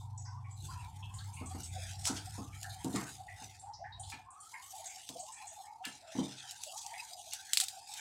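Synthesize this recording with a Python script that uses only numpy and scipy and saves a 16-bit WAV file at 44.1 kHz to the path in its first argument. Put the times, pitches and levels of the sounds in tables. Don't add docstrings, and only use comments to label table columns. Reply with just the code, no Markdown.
import sys
import numpy as np
from scipy import signal
from scipy.fft import rfft, irfft
from scipy.io import wavfile
from scipy.ndimage import uniform_filter1d, map_coordinates

SR = 44100
rng = np.random.default_rng(int(sys.argv[2]) if len(sys.argv) > 2 else 0)


def wav_record(signal):
    frames = np.transpose(np.atleast_2d(signal))
    bounded = np.clip(frames, -1, 1)
    quanta = np.round(bounded * 32767).astype(np.int16)
    wavfile.write(sys.argv[1], SR, quanta)


N = 353152
T = np.arange(N) / SR


def undb(db):
    return 10 ** (np.asarray(db) / 20)


def unit(x):
    return x / np.sqrt(np.mean(x ** 2) + 1e-20)


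def curves(table):
    time_s, *columns = np.transpose(table)
    return [np.interp(T, time_s, column) for column in columns]


def colour(x, points):
    hz, db = np.transpose(points)
    f = np.fft.rfftfreq(len(x), 1 / SR) + 1
    gain = undb(np.interp(np.log(f), np.log(hz), db))
    return irfft(rfft(x) * gain, len(x))


def band(x, hz, width_hz, order=2):
    low = np.sqrt(hz ** 2 + (width_hz / 2) ** 2) - width_hz / 2
    edges = [low, min(low + width_hz, SR / 2 - 1000)]
    return signal.sosfilt(signal.butter(order, edges, "bandpass", fs=SR, output="sos"), x)


def walk(rate_hz):
    knots = rng.standard_normal(int(N / SR * rate_hz) + 2)
    wander = np.interp(T * rate_hz, np.arange(len(knots)), knots)
    return unit(uniform_filter1d(wander, int(SR / rate_hz / 2)))


def add(out, time_s, x):
    i = max(int(time_s * SR), 0)
    out[i:i + len(x)] += x[:N - i]


def fade(t, t60_s):
    return np.exp(-np.log(1000) * t / t60_s)


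# (time [s], relative level [dB], ring [Hz])
CRACKLES = [(2.054, -22.5, 4800), (2.074, -24, 7550), (2.631, -31, 7100), (2.8455, -32.5, 7340),
            (2.96, -28.5, 7700), (4.1005, -36.5, 4250), (5.0903, -30.5, 3840), (5.853, -29, 4570),
            (6.51, -31.5, 6840), (6.636, -27.5, 6340), (6.864, -31, 6000), (7.3345, -25.5, 7000),
            (7.5335, -14, 7800), (7.5724, -12, 4440), (7.601, -15.5, 7600), (7.609, -20, 7700),
            (7.613, -20.5, 4220), (7.637, -26, 8300), (7.684, -26.5, 4250), (7.9387, -32.5, 7540)]
# (frequency [Hz], level [dB])
LEAF_COLOUR = [(1500, -19), (2800, -4.5), (4500, 0.5), (5700, -5.5), (7800, 3.5), (10000, -6),
               (15500, -16.5)]
CRACKLE_RING_DB = -1
CRACKLE_CUT_HZ = 1150


def crackles():
    out, t = np.zeros(N), np.arange(SR // 4) / SR
    for time_s, db, hz in CRACKLES:
        snap, air, buzz = rng.standard_normal((3, len(t)))
        crack = unit(colour(snap, LEAF_COLOUR) * fade(t, t60_s=0.007))
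        ring = unit(band(buzz * fade(t, t60_s=0.012), hz, width_hz=1200))
        room = unit(colour(air, LEAF_COLOUR) * fade(t, t60_s=0.12))
        x = crack + undb(CRACKLE_RING_DB) * ring + undb(-1.0) * room
        add(out, time_s, unit(x) * undb(db - 26.0))
    return signal.sosfilt(signal.butter(4, CRACKLE_CUT_HZ, "highpass", fs=SR, output="sos"), out)


# (time [s], rise [s], centre [Hz], level [dB])
SWISHES = [(0.57, 0.07, 295, -65.5), (2.022, 0.051, 4980, -31.5), (2.05, 0.027, 910, -42.5),
           (2.157, 0.01, 4430, -41.5), (2.94, 0.024, 1240, -41.5), (2.939, 0.02, 4970, -42),
           (4.119, 0.0025, 1900, -45.5), (5.832, 0.018, 1970, -42), (7.313, 0.013, 4440, -42.5)]
SWISH_T60_S, SWISH_DAMPING = 0.41, 0.54


def swishes():
    out = np.zeros(N)
    for time_s, rise_s, hz, db in SWISHES:
        t60_s = SWISH_T60_S * (1000 / hz) ** SWISH_DAMPING
        add(out, time_s, burst(hz, 1.13 * hz, rise_s, t60_s) * undb(db))
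    return out


def burst(hz, width_hz, rise_s, t60_s):
    t = np.arange(SR // 2) / SR
    swell = np.minimum(t / rise_s, 1) ** 2
    decay = fade(np.maximum(t - rise_s, 0), t60_s)
    noise = ragged(grit(len(t), spread_db=0.5))
    return unit(band(noise, hz, width_hz, order=3)) * swell * decay


def grit(size, spread_db):
    strength = np.repeat(rng.standard_normal(size // 20 + 1), 20)[:size]
    return unit(rng.standard_normal(size) * undb(spread_db * strength))


RAGGED_DB, RAGGED_STEP_HZ = 6, 108.76


def ragged(x):
    f = np.fft.rfftfreq(len(x), 1 / SR)
    peaks = rng.standard_normal(size=512)
    gain_db = RAGGED_DB * np.interp(f / RAGGED_STEP_HZ, np.arange(len(peaks)), peaks)
    return irfft(rfft(x) * undb(gain_db), len(x))


# (time [s], relative level [dB])
KNOCKS = [(1.411, -37), (1.546, -38), (2.096, -31), (2.38, -33.5), (2.845, -29.5), (2.864, -31.5),
          (2.94, -28.5), (2.965, -31), (3.012, -36.5), (3.416, -49.5), (4.136, -52), (5.091, -44.5),
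          (5.864, -44.5), (6.151, -34), (6.185, -23)]
# (nominal frequency [Hz], level before tilt [dB], t60 [s])
TANK_MODES = [(129.7, -4, 0.69), (198.6, 5.5, 0.28), (261, 12, 0.2), (296.2, 3, 0.32), (469.5, -3, 0.26)]
RATTLE_DB, RATTLE_SLOPE = -7.5, 0.51


def knocks():
    out, t = np.zeros(N), np.arange(SR // 2) / SR
    hz, table_db, t60_s = np.transpose(TANK_MODES)[:, :, None]
    for time_s, db in KNOCKS:
        detune, phase = rng.standard_normal((2, len(TANK_MODES), 1))
        mode_db = table_db + 0.038 * (db + 20) * np.log2(250 / hz)
        tones = np.sin(2 * np.pi * hz * (1 + 0.01 * detune) * t + phase)
        body = np.sum(undb(mode_db) * tones * fade(t, t60_s), axis=0)
        boom = band(rng.standard_normal(len(t)), 186, 257, order=3) * fade(t, t60_s=0.33)
        rattle = band(rng.standard_normal(len(t)), 808, 300) * fade(t, t60_s=0.36)
        rattle_db = RATTLE_DB - RATTLE_SLOPE * (db + 37.5)
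        x = unit(body) + undb(-4.0) * unit(boom) + undb(rattle_db) * unit(rattle)
        attack = np.minimum(t / 0.0028, 1)
        add(out, time_s, x * attack * undb(db - 20))
    return signal.sosfilt(signal.butter(2, 62, "highpass", fs=SR, output="sos"), out)


# (time [s], centre [Hz], level [dB])
NOISE_PATCHES = [(0.174, 6770, -50), (0.248, 5440, -52), (0.248, 1770, -61.5), (0.438, 2140, -61),
                 (0.508, 7220, -56), (0.695, 1400, -56.5), (1.02, 2950, -52), (1.138, 7600, -51),
                 (1.181, 3900, -52.5), (1.182, 1480, -59), (1.335, 8450, -52.5), (1.36, 2450, -52.5),
                 (1.457, 7360, -48.5), (1.631, 7400, -46.5), (2.52, 2100, -56.5), (2.63, 1690, -47.5),
                 (2.695, 4070, -51.5), (3.275, 2060, -49), (3.593, 8280, -53.5), (3.732, 5280, -52),
                 (3.834, 1800, -49), (3.919, 4150, -53.5), (3.994, 7880, -47.5), (4.028, 3830, -53),
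                 (4.303, 8150, -58.5), (4.4, 8170, -52), (4.53, 1980, -47.5), (4.854, 7100, -43.5),
                 (5.192, 7300, -46), (5.318, 7300, -47.5), (5.468, 7160, -46), (5.659, 2040, -65),
                 (6.711, 1100, -58.5), (6.767, 6300, -45), (6.93, 2070, -47.5)]
PATCH_RISE_CYCLES = 26
PATCH_T60_S, PATCH_WIDTH = 0.34, 0.27


def noise_patches():
    out = np.zeros(N)
    for time_s, hz, db in NOISE_PATCHES:
        x = burst(hz, PATCH_WIDTH * hz, PATCH_RISE_CYCLES / hz, PATCH_T60_S)
        add(out, time_s, x * undb(db))
    return out


# (time [s], start pitch [Hz], rise as a share of it [1/s], relative level [dB])
WARBLES = [(0, 946, -0.3, -59.5), (.246, 974, 0.24, -56.5), (.683, 1024, -.5, -51), (.944, 800, 1.5, -57),
           (1.25, 849, 1.5, -57.5), (1.729, 649, 0.3, -56), (1.909, 779, -0.3, -58.5), (2.337, 896, 2, -59),
           (2.62, 734, 0.47, -54.5), (3.168, 758, 0, -55.5), (3.621, 753, 1.4, -50.5),
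           (3.786, 643, 3, -50.5), (3.98, 756, 0.76, -54), (4.272, 1027, 1.24, -56),
           (4.522, 924, 1.4, -55.5), (4.712, 774, 0, -53.5), (5.15, 641, 2.5, -50.5),
           (5.371, 861, -0.14, -55), (5.573, 767, 0.73, -51.5), (6.012, 679, -0.3, -56.5),
           (6.431, 771, 0.7, -59.5), (6.66, 587, 4, -53.5), (6.839, 796, 0.5, -50), (7.1, 710, 0.24, -57),
           (7.715, 753, 0.4, -56), (7.885, 843, -0.3, -56.5)]
WARBLE_WIDTH = 0.12
WARBLE_CORE_WIDTH, WARBLE_CORE_DB = 0.023, -0.5
WARBLE_SKIRT_WIDTH, WARBLE_SKIRT_DB = 0.31, -13.5
WARBLE_GAP_SHARE, WARBLE_LONGEST_S = 0.8, 0.28
WARBLE_THROB_DB, WARBLE_THROB_HZ = 0.5, 24.16
WARBLE_BLIP_DB, WARBLE_BLIP_SPREAD = 2.5, 0.098
FLOOR_DB, FLOOR_HZ, FLOOR_WIDTH_HZ = -66.5, 796, 173


def warbles():
    floor = unit(band(rng.standard_normal(N), FLOOR_HZ, FLOOR_WIDTH_HZ, order=4))
    out = undb(FLOOR_DB) * floor
    t = np.arange(SR // 2) / SR
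    waits_s = np.diff([row[0] for row in WARBLES], append=np.inf)
    for (time_s, hz, rise, db), wait_s in zip(WARBLES, waits_s):
        length_s = min(WARBLE_GAP_SHARE * wait_s, WARBLE_LONGEST_S)
        swell = np.interp(t / length_s, [0, .08, .55, 1, 1.4], [0.079, 0.94, 0.63, 0.37, 0])
        track_hz = hz * (1 + rise * t)
        main = sliding(track_hz, WARBLE_WIDTH * hz)
        core = sliding(track_hz, WARBLE_CORE_WIDTH * hz)
        skirt = sliding(1.2 * track_hz, WARBLE_SKIRT_WIDTH * hz)
        x = main + undb(WARBLE_CORE_DB) * core + undb(WARBLE_SKIRT_DB) * skirt
        add(out, time_s, unit(x) * swell * undb(db))
        delays_s = rng.random(size=5) * length_s
        for delay_s, detune in zip(delays_s, rng.standard_normal(size=5)):
            x = blip(hz * (1 + rise * delay_s) * np.exp(WARBLE_BLIP_SPREAD * detune))
            add(out, min(time_s + delay_s, T[-1]) - len(x) / SR / 2, x * undb(db + WARBLE_BLIP_DB))
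    return out * undb(WARBLE_THROB_DB * walk(WARBLE_THROB_HZ))


def sliding(hz, half_width_hz):
    phase = 2 * np.pi * np.cumsum(hz) / SR
    lowpass = signal.butter(4, half_width_hz, fs=SR, output="sos")
    noise = signal.sosfilt(lowpass, rng.standard_normal((2, 2 * len(hz))))
    a, b = noise[:, len(hz):]
    return unit(a * np.cos(phase) + b * np.sin(phase))


def blip(hz):
    t = np.arange(-SR // 20, SR // 20) / SR
    tone = np.sin(2 * np.pi * np.cumsum(hz * (1 + 1.44 * t)) / SR)
    return tone * np.exp(-(t / 0.011) ** 2)


# (time [s], relative level [dB])
CLEAR_BLIPS = [(1.52, -46), (1.77, -42), (2.28, -45), (2.77, -44.5), (3.21, -44), (5.82, -44), (7.15, -48),
               (7.63, -46), (7.74, -48)]
CLEAR_BLIP_HZ = 753


def clear_blips():
    out = np.zeros(N)
    for time_s, db in CLEAR_BLIPS:
        x = blip(CLEAR_BLIP_HZ * (1 + 0.017 * rng.standard_normal()))
        add(out, time_s - len(x) / SR / 2, x * undb(db + 1))
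    return out


# (time [s], relative level [dB])
HISS_MIDDLE = [(0, -87), (.55, -87), (.8, -59.5), (.97, -77), (1.6, -66), (1.88, -53), (2, -70),
               (2.17, -55), (2.36, -63), (2.48, -76), (2.75, -68.5), (3.08, -55.5), (3.24, -81),
               (3.43, -59), (3.72, -79.5), (4.48, -81.5), (4.76, -77.5), (4.9, -57.5), (5.25, -88),
               (5.38, -54.5), (5.8, -91), (6.1, -62), (6.52, -59), (6.72, -77), (7, -54.5), (7.22, -87),
               (7.36, -60.5), (7.61, -57.5), (7.85, -73.5), (8, -54)]
# (time [s], relative level [dB])
HISS_TREBLE = [(0, -64), (.13, -80), (.44, -84), (.65, -57), (.97, -72.5), (1.25, -67.5), (1.45, -66.5),
               (1.66, -58.5), (1.89, -51), (1.98, -58.5), (2.12, -54), (2.35, -55.5), (2.5, -66.5),
               (2.72, -55.5), (2.82, -67), (2.88, -58.5), (3.12, -57.5), (3.25, -71.5), (3.45, -54),
               (3.72, -80), (3.97, -82), (4.11, -51.5), (4.29, -88.5), (4.46, -64), (5.04, -56.5),
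               (5.2, -59), (5.58, -64), (5.8, -79), (5.88, -51.5), (6.04, -70), (6.18, -50.5), (6.6, -55),
               (6.95, -55), (7.15, -56.5), (7.45, -56.5), (7.682, -52.5), (7.82, -61), (8, -51)]
# (time [s], gain of the top hiss, half of it for the upper hiss [dB])
HISS_BRIGHTNESS = [(.65, 1), (1.35, 6.5), (1.9, -1.5), (2.45, 3.5), (2.9, 7), (3.3, 3), (3.85, -9),
                   (4.7, 8.5), (5, -0.5), (5.25, -2), (5.6, 4.5), (6.4, -11), (6.601, 1), (7.25, 0.5),
                   (8, -2)]
# (frequency [Hz], level [dB])
HISS_COLOUR = [(7800, 1), (15500, -19)]
HISS_DB = -0.5
UPPER_HISS_DB, TOP_HISS_DB = -1, -8
CRACKLING_DB, CRACKLING_HZ = 2.3, 259
SURGE_DB, SURGE_HZ = 2.16, 45.56


def hiss():
    noise = shimmer()
    coloured = colour(noise, HISS_COLOUR)
    middle = hiss_range(noise, 1980, 1500)
    lower_treble = hiss_range(noise, 4200, 3100)
    upper_hiss = hiss_range(coloured, 7600, 3600)
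    top_hiss = hiss_range(coloured, 12300, 6300)
    middle_db, = curves(HISS_MIDDLE)
    treble_db, = curves(HISS_TREBLE)
    bright_db, = curves(HISS_BRIGHTNESS)
    treble = lower_treble + undb(UPPER_HISS_DB + bright_db / 2) * upper_hiss
    treble = treble + undb(TOP_HISS_DB + bright_db) * top_hiss
    crackling = unit(undb(CRACKLING_DB * walk(CRACKLING_HZ)))
    surge = undb(HISS_DB + SURGE_DB * walk(SURGE_HZ))
    return (undb(middle_db) * middle + undb(treble_db) * treble * crackling) * surge


def hiss_range(x, hz, width_hz):
    x = band(x, hz, width_hz, order=5)
    return x / np.sqrt(uniform_filter1d(x ** 2, size=5000) + 1e-12)


SHIMMER_DB, SHIMMER_FALL = 7, 0.3
SHIMMER_STEP_HZ, SHIMMER_STEP_S = 260, 0.05


def shimmer():
    f, t, z = signal.stft(rng.standard_normal(N), SR, nperseg=1024)
    rows, cols = np.meshgrid(f / SHIMMER_STEP_HZ, t / SHIMMER_STEP_S, indexing="ij")
    field = map_coordinates(rng.standard_normal(size=(128, 256)), [rows, cols], order=1)
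    depth_db = SHIMMER_DB * (4000 / np.maximum(f, 1500)) ** SHIMMER_FALL
    return signal.istft(z * undb(depth_db[:, None] * field), SR)[1][:N]


# (time [s], pitch [Hz], relative level [dB])
HUM_LOWER = [(0, 98, -44.5), (.8, 96, -47), (1.25, 100, -48.5), (1.45, 86, -46), (2.3, 100, -48),
             (2.8, 98, -52), (3.7, 100, -63), (4.05, 96, -51), (4.35, 98, -73)]
# (time [s], relative level [dB])
HUM_UPPER = [(.5, -31.5), (.9, -41.5), (2.9, -75.5)]
HUM_UPPER_HZ = 121.3


def hum():
    lower_hz, lower_db = curves(HUM_LOWER)
    upper_db, = curves(HUM_UPPER)
    waver = np.interp(T, [.5, .75], [.15, .45])
    lower = np.sin(2 * np.pi * np.cumsum(lower_hz) / SR) * (1 + waver * walk(21.84))
    upper_hz = HUM_UPPER_HZ + 30 * waver * walk(16)
    upper = np.sin(2 * np.pi * np.cumsum(upper_hz) / SR)
    rumble = waver * unit(band(rng.standard_normal(N), 86.8, 82.2, order=3))
    dying = np.interp(T, [4.25, 4.4], [1, 0])
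    low = undb(lower_db + 0.5) * (lower + undb(2.5) * rumble)
    return dying * (low + undb(upper_db - 16.5) * upper)


# (frequency [Hz], level [dB])
ROOM_COLOUR = [(25, -24), (97, 4.5), (160, -11.5), (450, -14), (900, -38.5)]
ROOM_DB = -75.5


def room_tone():
    return unit(colour(rng.standard_normal(N), ROOM_COLOUR)) * undb(ROOM_DB)


def scene():
    leaf_and_tank = crackles() + swishes() + knocks()
    background = noise_patches() + warbles() + clear_blips() + hiss() + hum() + room_tone()
    return (leaf_and_tank + background)[None]


TOP_HZ = 15800


def record(dry):
    return signal.sosfilt(signal.ellip(10, .2, 80, TOP_HZ, fs=SR, output="sos"), dry)


dry = scene()
out = record(dry)
wav_record(out)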